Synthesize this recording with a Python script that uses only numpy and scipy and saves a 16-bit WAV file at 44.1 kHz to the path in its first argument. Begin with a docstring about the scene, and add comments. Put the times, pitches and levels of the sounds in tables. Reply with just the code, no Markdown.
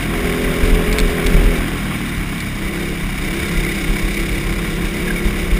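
"""In a hall, on a lapping four-stroke single-cylinder go-kart; microphone in a camera on the helmet.
Close by, the exhaust drones down the straight, sags into a bend and pulls again: a sum of firing orders.
Shaped noise makes the gas hiss, chain and valve chatter, tyre rush, hollow boom and bodywork rattles;
short tones make the tyre chirps. Wind rumbles and buffets; coarse sampling adds a gritty fizz."""
import sys
import numpy as np
from scipy import signal
from scipy.fft import rfft, irfft, next_fast_len
from scipy.io import wavfile
from scipy.ndimage import uniform_filter1d

SR = 44100
rng = np.random.default_rng(int(sys.argv[2]) if len(sys.argv) > 2 else 0)


def unload_audio(sound):
    """Save the sound as a 16-bit wav file, at the path given as the first command line argument."""
    columns = np.transpose(np.atleast_2d(sound))
    # keep every value between -1 and 1, then stretch to whole-number steps
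    steps = np.round(np.clip(columns, -1, 1) * 32767)
    wavfile.write(sys.argv[1], SR, steps.astype(np.int16))


N = 246519
TIME = np.arange(N) / SR  # s

# Driving: engine speed, wavering as the wheels ride the bumps: t/s, firing rate f/Hz
ENGINE_SPEED = [(0.0, 41.34), (0.61, 42.1), (0.68, 43.36), (0.86, 41.76), (0.96, 43.2), (1.06, 41.73),
                (1.23, 41.54), (1.31, 42.84), (1.38, 41.6), (1.77, 40.28), (2.01, 37.96), (2.12, 36.37),
                (2.21, 34.36), (2.52, 33.75), (2.6, 32.9), (2.79, 33.66), (2.91, 34.22), (3.19, 32.28),
                (3.39, 33.88), (3.52, 34.12), (3.71, 33.65), (3.85, 32.24), (3.95, 34.65), (4.05, 33.27),
                (4.55, 33.73), (4.64, 34.95), (4.89, 33.2), (5.06, 36.42), (5.21, 34.78), (5.36, 35.3),
                (5.48, 34.2), (5.59, 34.88)]
# Throttle held down: from t/s, until t/s
THROTTLE_PULLS = [(.1, 1.53), (2.57, 2.92), (3.17, 5.7)]
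OPEN_S, CLOSE_S = 0.034, 0.087  # time constants of taking up and shedding load
CORNER_HZ, STRAIGHT_HZ = 33.97, 42.1  # firing rates in the bends and on the straight

# Each layer's level law: level/dB pulling at corner speed, change/dB at straight speed,
# change/dB off the throttle
WIND_LEVEL = (-26.5, 1.9, -7.5)
BOOM_LEVEL = (-35.5, 2.5, -7)
RUSH_LEVEL = (-29, 4.47, -0.37)
CASING_LEVEL = (-29, 1.22, -1.3)
GAS_LEVEL = (-43.5, 4.7, -3.5)
LOW_ORDERS_LEVEL = (-24.5, 2.6, -.3)
HIGH_ORDERS_LEVEL = (-28.5, 5.4, -8.5)

# Colour of the turbulence at the camera: f/Hz, relative level/dB
WIND_COLOUR = [(12, -26), (24, -1.5), (36, 1.5), (50, -0.5), (75, -9.5), (120, -23.5), (300, -47),
               (900, -62)]
# Colour of the eddies torn off in a buffet: f/Hz, relative level/dB
EDDY_COLOUR = [(35, -16), (68, 1), (110, -8.5), (200, -8.5), (300, -23), (900, -64)]
# Buffets on the camera: onset t/s, relative level/dB
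WIND_BUFFETS = [(0.456, -14), (0.627, -5), (0.714, -2.5), (.881, -11), (1.017, -7), (1.25, -9),
                (1.342, -0.5), (1.443, -3), (1.578, -10), (2.175, -13), (3.03, -13.5), (3.562, -11),
                (3.888, -9), (4.03, -10.5), (4.185, -16), (4.38, -15), (4.505, -11.5), (4.84, -13),
                (5.247, -7.5), (5.515, -6.5)]
BUFFET_HZ = (38.6, 36.7)  # their swing at corner and at straight speed

# Cracks of loose bodywork: onset t/s, relative level/dB, decay by 60 dB t60/s
RATTLE_BLOWS = [(0.927, -5.5, 0.022), (.931, -21, 0.017), (0.985, -1, 0.013), (0.992, -5.5, 0.013),
                (1.001, -6, 0.011), (1.264, -4, 0.0097), (1.268, -4, 0.018), (2.381, -20, 0.04),
                (2.403, -13, 0.037), (2.554, -22, .05), (3.649, -11, 0.01)]
# Colour of the bodywork: f/Hz, relative level/dB
RATTLE_COLOUR = [(500, -22), (1500, -9), (2300, 12), (2900, -27), (3500, 6.5), (4600, -1), (6000, -3.5)]
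# Short squeaks, as of tyres slipping: middle t/s, f/Hz, half length t/s, peak level/dB
TYRE_CHIRPS = [(3.562, 2017, 0.0049, -23), (3.651, 2106, 0.003, -13.5), (3.681, 1990, 0.0087, -20.5),
               (3.719, 2000, 0.0059, -18), (5.081, 1673, 0.0041, -19.5), (5.108, 1629, 0.0041, -14),
               (5.162, 2312, .004, -16.5), (5.183, 2220, 0.0072, -22)]

# Hollow resonance of the space between helmet and camera: f/Hz, width f/Hz, relative level/dB
HELMET_CAVITY = [(182, 31, 0)]

# Broad colour of chain and tyres: f/Hz, relative level/dB
RUSH_COLOUR = [(60, -1), (150, 12.5), (350, 8.5), (520, -3.5), (700, 2.5), (920, -3), (1080, 5.5),
               (1220, 0.5), (1700, 3), (2800, -3), (3400, -3.5), (4300, -67), (6000, -46)]
# Resonances of engine casing and guards: f/Hz, width f/Hz, relative level/dB
CASING_MODES = [(1080, 42, -16), (1414, 11, 1), (1642, 35, -5.5), (2022, 80, 2), (2238, 180, 7),
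                (2777, 160, -5), (3360, 115, -8.5), (3612, 100, -1), (4813, 470, -11), (5500, 220, -30)]
# The tight turn loads the chassis and the guards ring louder: from t/s, until t/s, gain level/dB
TURN = (3.17, 4.21, 2.6)
TURN_IN_S, TURN_OUT_S = 0.021, 0.5  # time constants

# Colour of gas leaving the silencer: f/Hz, relative level/dB
GAS_COLOUR = [(200, -11), (400, 0), (560, 0), (700, 6.5), (900, -9), (1400, -11.5), (3000, -10),
              (6000, -53)]
# Exhaust note on the straight: multiple of the firing rate, relative level/dB
NOTE_FAST = [(1, 5), (2, -12), (3, -27), (4, -4.5), (5, -10.5), (6, -4), (7, -14.5), (8, -10.5), (9, -7),
             (10, -5), (11, -16.5), (12, -20), (13, -15), (14, -16.5), (15, -45), (16, -35), (17, -28),
             (18, -46)]
# Exhaust note pulling out of the bend: multiple of the firing rate, relative level/dB
NOTE_SLOW = [(1, 9), (2, -31), (3, -12.5), (4, -11.5), (5, -5), (6, -7), (7, -25.5), (8, -19.5), (9, -7.5),
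             (10, -3.5), (11, -7.5), (12, -15.5), (13, -12.5), (14, -13.5), (15, -20.5), (16, -21),
             (17, -18.5), (18, -24.5)]
# Exhaust note coasting: multiple of the firing rate, relative level/dB
NOTE_COAST = [(1, 15), (2, -4.5), (3, -0.5), (4, -0.5), (5, -1), (6, -2), (7, -4), (8, -6.5), (9, -10.5),
              (10, -17), (11, -18), (12, -20.5), (13, -21), (14, -37), (15, -30), (16, -50), (17, -36),
              (18, -46)]
ROUGH_PULLING, ROUGH_IDLING = 0.25, 0.43  # uneven burning, 0-1

# Camera: sampling rate and upper limit of the treble
SAMPLER_HZ, TOP_HZ = 12000, 15280


def undb(db):
    """Decibels to gain."""
    return 10 ** (np.asarray(db) / 20)


def unit(x):
    """Scale to rms 1."""
    return x / np.sqrt(np.mean(x ** 2))


def steady(x):
    """Level x to an rms of 1 over a sliding seventh of a second."""
    return x / np.sqrt(uniform_filter1d(x ** 2, size=SR // 7) + 1e-12)


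def curves(table):
    """Each column of a table that starts with t/s, sample by sample."""
    s, *columns = np.transpose(table)
    return [np.interp(TIME, s, c) for c in columns]


def held(start, end, attack_s, release_s):
    """A control that rises towards 1 from start and falls away after end, both exponentially."""
    rise = 1 - np.exp(-np.maximum(TIME - start, 0) / attack_s)
    return rise * np.exp(-np.maximum(TIME - end, 0) / release_s)


def noise():
    """White noise."""
    return rng.standard_normal(N)


def walk(rate_hz):
    """Smooth chance with spread near 1, joining rate_hz random points a second."""
    return 1.2 * np.interp(TIME * rate_hz, np.arange(4096), rng.standard_normal(4096))


def per_cycle(cycles):
    """One random value for every whole turn of a running cycle count."""
    return rng.standard_normal(2048)[np.floor(cycles).astype(int) % 2048]


def filtered(x, response):
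    """Pass x through a response given as a function of frequency."""
    size = next_fast_len(N + SR // 2)
    hz = np.maximum(np.arange(size // 2 + 1) * SR / size, 1)
    return irfft(rfft(x, size) * response(hz), size)[:N]


def colour(x, points):
    """Shape x by f/Hz, level/dB points joined on a logarithmic frequency scale."""
    f, db = np.transpose(points)
    return filtered(x, lambda hz: undb(np.interp(np.log(hz), np.log(f), db)))


def ring(x, modes):
    """Let x excite resonances given as f/Hz, width f/Hz, level/dB."""
    def response(hz):
        return sum(undb(db) / (1 + 1j * (hz ** 2 - f ** 2) / (hz * width)) for f, width, db in modes)
    return filtered(x, response)


def driving():
    """Pace (near 0 in the bends, 1 on the straight) and throttle (0-1)."""
    firing_hz, = curves(ENGINE_SPEED)
    pace = (firing_hz - CORNER_HZ) / (STRAIGHT_HZ - CORNER_HZ)
    pulls = sum(held(start, end, OPEN_S, CLOSE_S) for start, end in THROTTLE_PULLS)
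    return pace, np.minimum(pulls, 1)


def effort(law, drive):
    """A layer's gain at this pace and throttle."""
    base_db, pace_db, lift_db = law
    pace, throttle = drive
    return undb(base_db + pace_db * pace + lift_db * (1 - throttle))


def hall(x, wet_db=-17, t60=0.99, gap_s=0.04):
    """Roof and walls return the drone late, so it beats against itself as the pitch moves."""
    age = TIME[:SR]
    tail = rng.standard_normal(SR) * undb(-60 * age / t60) * (age > gap_s)
    tail = tail / np.linalg.norm(tail)
    return x + undb(wet_db) * signal.fftconvolve(x, tail)[:N]


def wind(drive, gust_db=2, rise_s=0.0047, fall_s=0.046, buffet_db=2, eddy_db=-15.0):
    """Turbulence rumbles on the camera; each buffet swings it for a few slow cycles and sheds eddies."""
    pace, _ = drive
    rumble = steady(colour(noise(), WIND_COLOUR))
    out = rumble * effort(WIND_LEVEL, drive) * undb(gust_db * walk(12))
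    eddies = undb(eddy_db) * steady(colour(noise(), EDDY_COLOUR))
    for s, db in WIND_BUFFETS:
        pace_then = np.interp(s, TIME, pace)
        hz = np.interp(pace_then, [0, 1], BUFFET_HZ)
        swing = np.sin(2 * np.pi * hz * (TIME - s))
        envelope = undb(db + buffet_db) * held(s, s, rise_s, fall_s)
        out = out + envelope * (eddies - swing)
    return out


def rattles(level_db=-5.5):
    """Loose plastic bodywork cracks against the frame: abrupt, fast-decaying bursts of coloured noise."""
    blows = 0
    for s, db, t60 in RATTLE_BLOWS:
        decay_db = -60 * np.maximum(TIME - s, 0) / t60
        blows = blows + undb(db + decay_db) * (TIME >= s)
    return undb(level_db) * blows * unit(colour(noise(), RATTLE_COLOUR))


def chirps(waver=0.21):
    """Tyres slip for an instant on the smooth concrete: brief tones with a wavering phase (waver in rad)."""
    wobble = waver * walk(290)
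    out = 0
    for s, hz, half, db in TYRE_CHIRPS:
        envelope = undb(db) * np.exp(-((TIME - s) / half) ** 2)
        out = out + envelope * np.sin(2 * np.pi * hz * TIME + wobble)
    return out


def boom(drive):
    """Chassis shake and air keep a low cavity humming, more so when the engine works hard."""
    return effort(BOOM_LEVEL, drive) * steady(ring(noise(), HELMET_CAVITY))


def machinery(cycles, drive, knock=0.31, turn_knock=0.32, scatter_db=1.03, grain_db=1.0):
    """Valve gear and chain chatter in a surge once a firing; the rush of chain and tyres pulses less."""
    _, throttle = drive
    start, end, turn_db = TURN
    turning = held(start, end, TURN_IN_S, TURN_OUT_S)
    # load hardens the knock, and so does the strain of the turn
    depth = knock * (1 + throttle) / 2 + turn_knock * turning
    surge = np.exp(-depth / 2 * np.cos(2 * np.pi * cycles))
    chatter = surge * undb(scatter_db * per_cycle(cycles) + grain_db * walk(600))
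    casing = unit(ring(noise() * chatter, CASING_MODES)) * undb(turn_db * turning)
    rush = unit(colour(noise() * np.sqrt(surge) * undb(2 * walk(300)), RUSH_COLOUR))
    return effort(RUSH_LEVEL, drive) * rush + effort(CASING_LEVEL, drive) * casing


def gas(cycles, drive, puff=0.23):
    """Spent gas hisses in a puff once a firing, most at speed on an open throttle."""
    puffs = noise() * (1 - puff * np.cos(2 * np.pi * cycles))
    return effort(GAS_LEVEL, drive) * unit(colour(puffs, GAS_COLOUR))


def exhaust(cycles, firing_hz, drive, jitter=0.028, flutter=0.9, cavity_db=-3):
    """Firing orders coloured by speed and throttle; uneven burns shake their timing and strength."""
    pace, throttle = drive
    fast = np.clip(pace, 0, 1)
    # it burns least evenly at low revs with the throttle shut
    idling = (1 - throttle) * (1 - fast) ** 2
    rough = ROUGH_PULLING + (ROUGH_IDLING - ROUGH_PULLING) * idling
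    turn = 2 * np.pi * (cycles + jitter * rough * walk(40))
    low, high = 0, 0
    notes = zip(NOTE_FAST, NOTE_SLOW, NOTE_COAST)
    for k, ((_, fast_db), (_, slow_db), (_, coast_db)) in enumerate(notes, 1):
        pulling_db = fast * fast_db + (1 - fast) * slow_db
        db = throttle * pulling_db + (1 - throttle) * coast_db
        angle = k * turn + 2 * np.pi * rng.random()
        order = undb(db) * (1 + flutter * rough * walk(30)) * np.cos(angle)
        # orders cross from the low to the high group between 260 and 310 Hz
        upper = np.clip((k * firing_hz - 260) / 50, 0, 1)
        low = low + (1 - upper) * order
        high = high + upper * order
    # the small silencer radiates its lowest orders poorly
    low = colour(low, [(35, -25), (70, -8.5), (130, -8.5)])
    # whichever order passes through the cavity's note swells
    low = low + undb(cavity_db) * ring(low, HELMET_CAVITY)
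    return effort(LOW_ORDERS_LEVEL, drive) * steady(low) + effort(HIGH_ORDERS_LEVEL, drive) * steady(high)


def scene():
    """One firing cycle count drives exhaust, gas and machinery; pace and throttle set the steady layers."""
    firing_hz, = curves(ENGINE_SPEED)
    cycles = np.cumsum(firing_hz) / SR
    drive = driving()
    engine = hall(exhaust(cycles, firing_hz, drive)) + gas(cycles, drive)
    engine = engine + boom(drive) + machinery(cycles, drive)
    return (engine + wind(drive) + rattles() + chirps())[None]


def record(dry):
    """The camera samples slowly and holds each value, which mirrors the sound into the treble."""
    slow = signal.resample_poly(dry, SAMPLER_HZ, SR, axis=1)
    stepped = np.repeat(np.clip(slow, -.93, .93), 4, axis=1)
    out = signal.resample_poly(stepped, SR, 4 * SAMPLER_HZ, axis=1)[:, :N]
    # steep low-pass: order 12, 0.2 dB ripple, 80 dB rejection
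    return signal.sosfilt(signal.ellip(12, .2, 80, TOP_HZ, fs=SR, output="sos"), out)


dry = scene()
out = record(dry)
unload_audio(out)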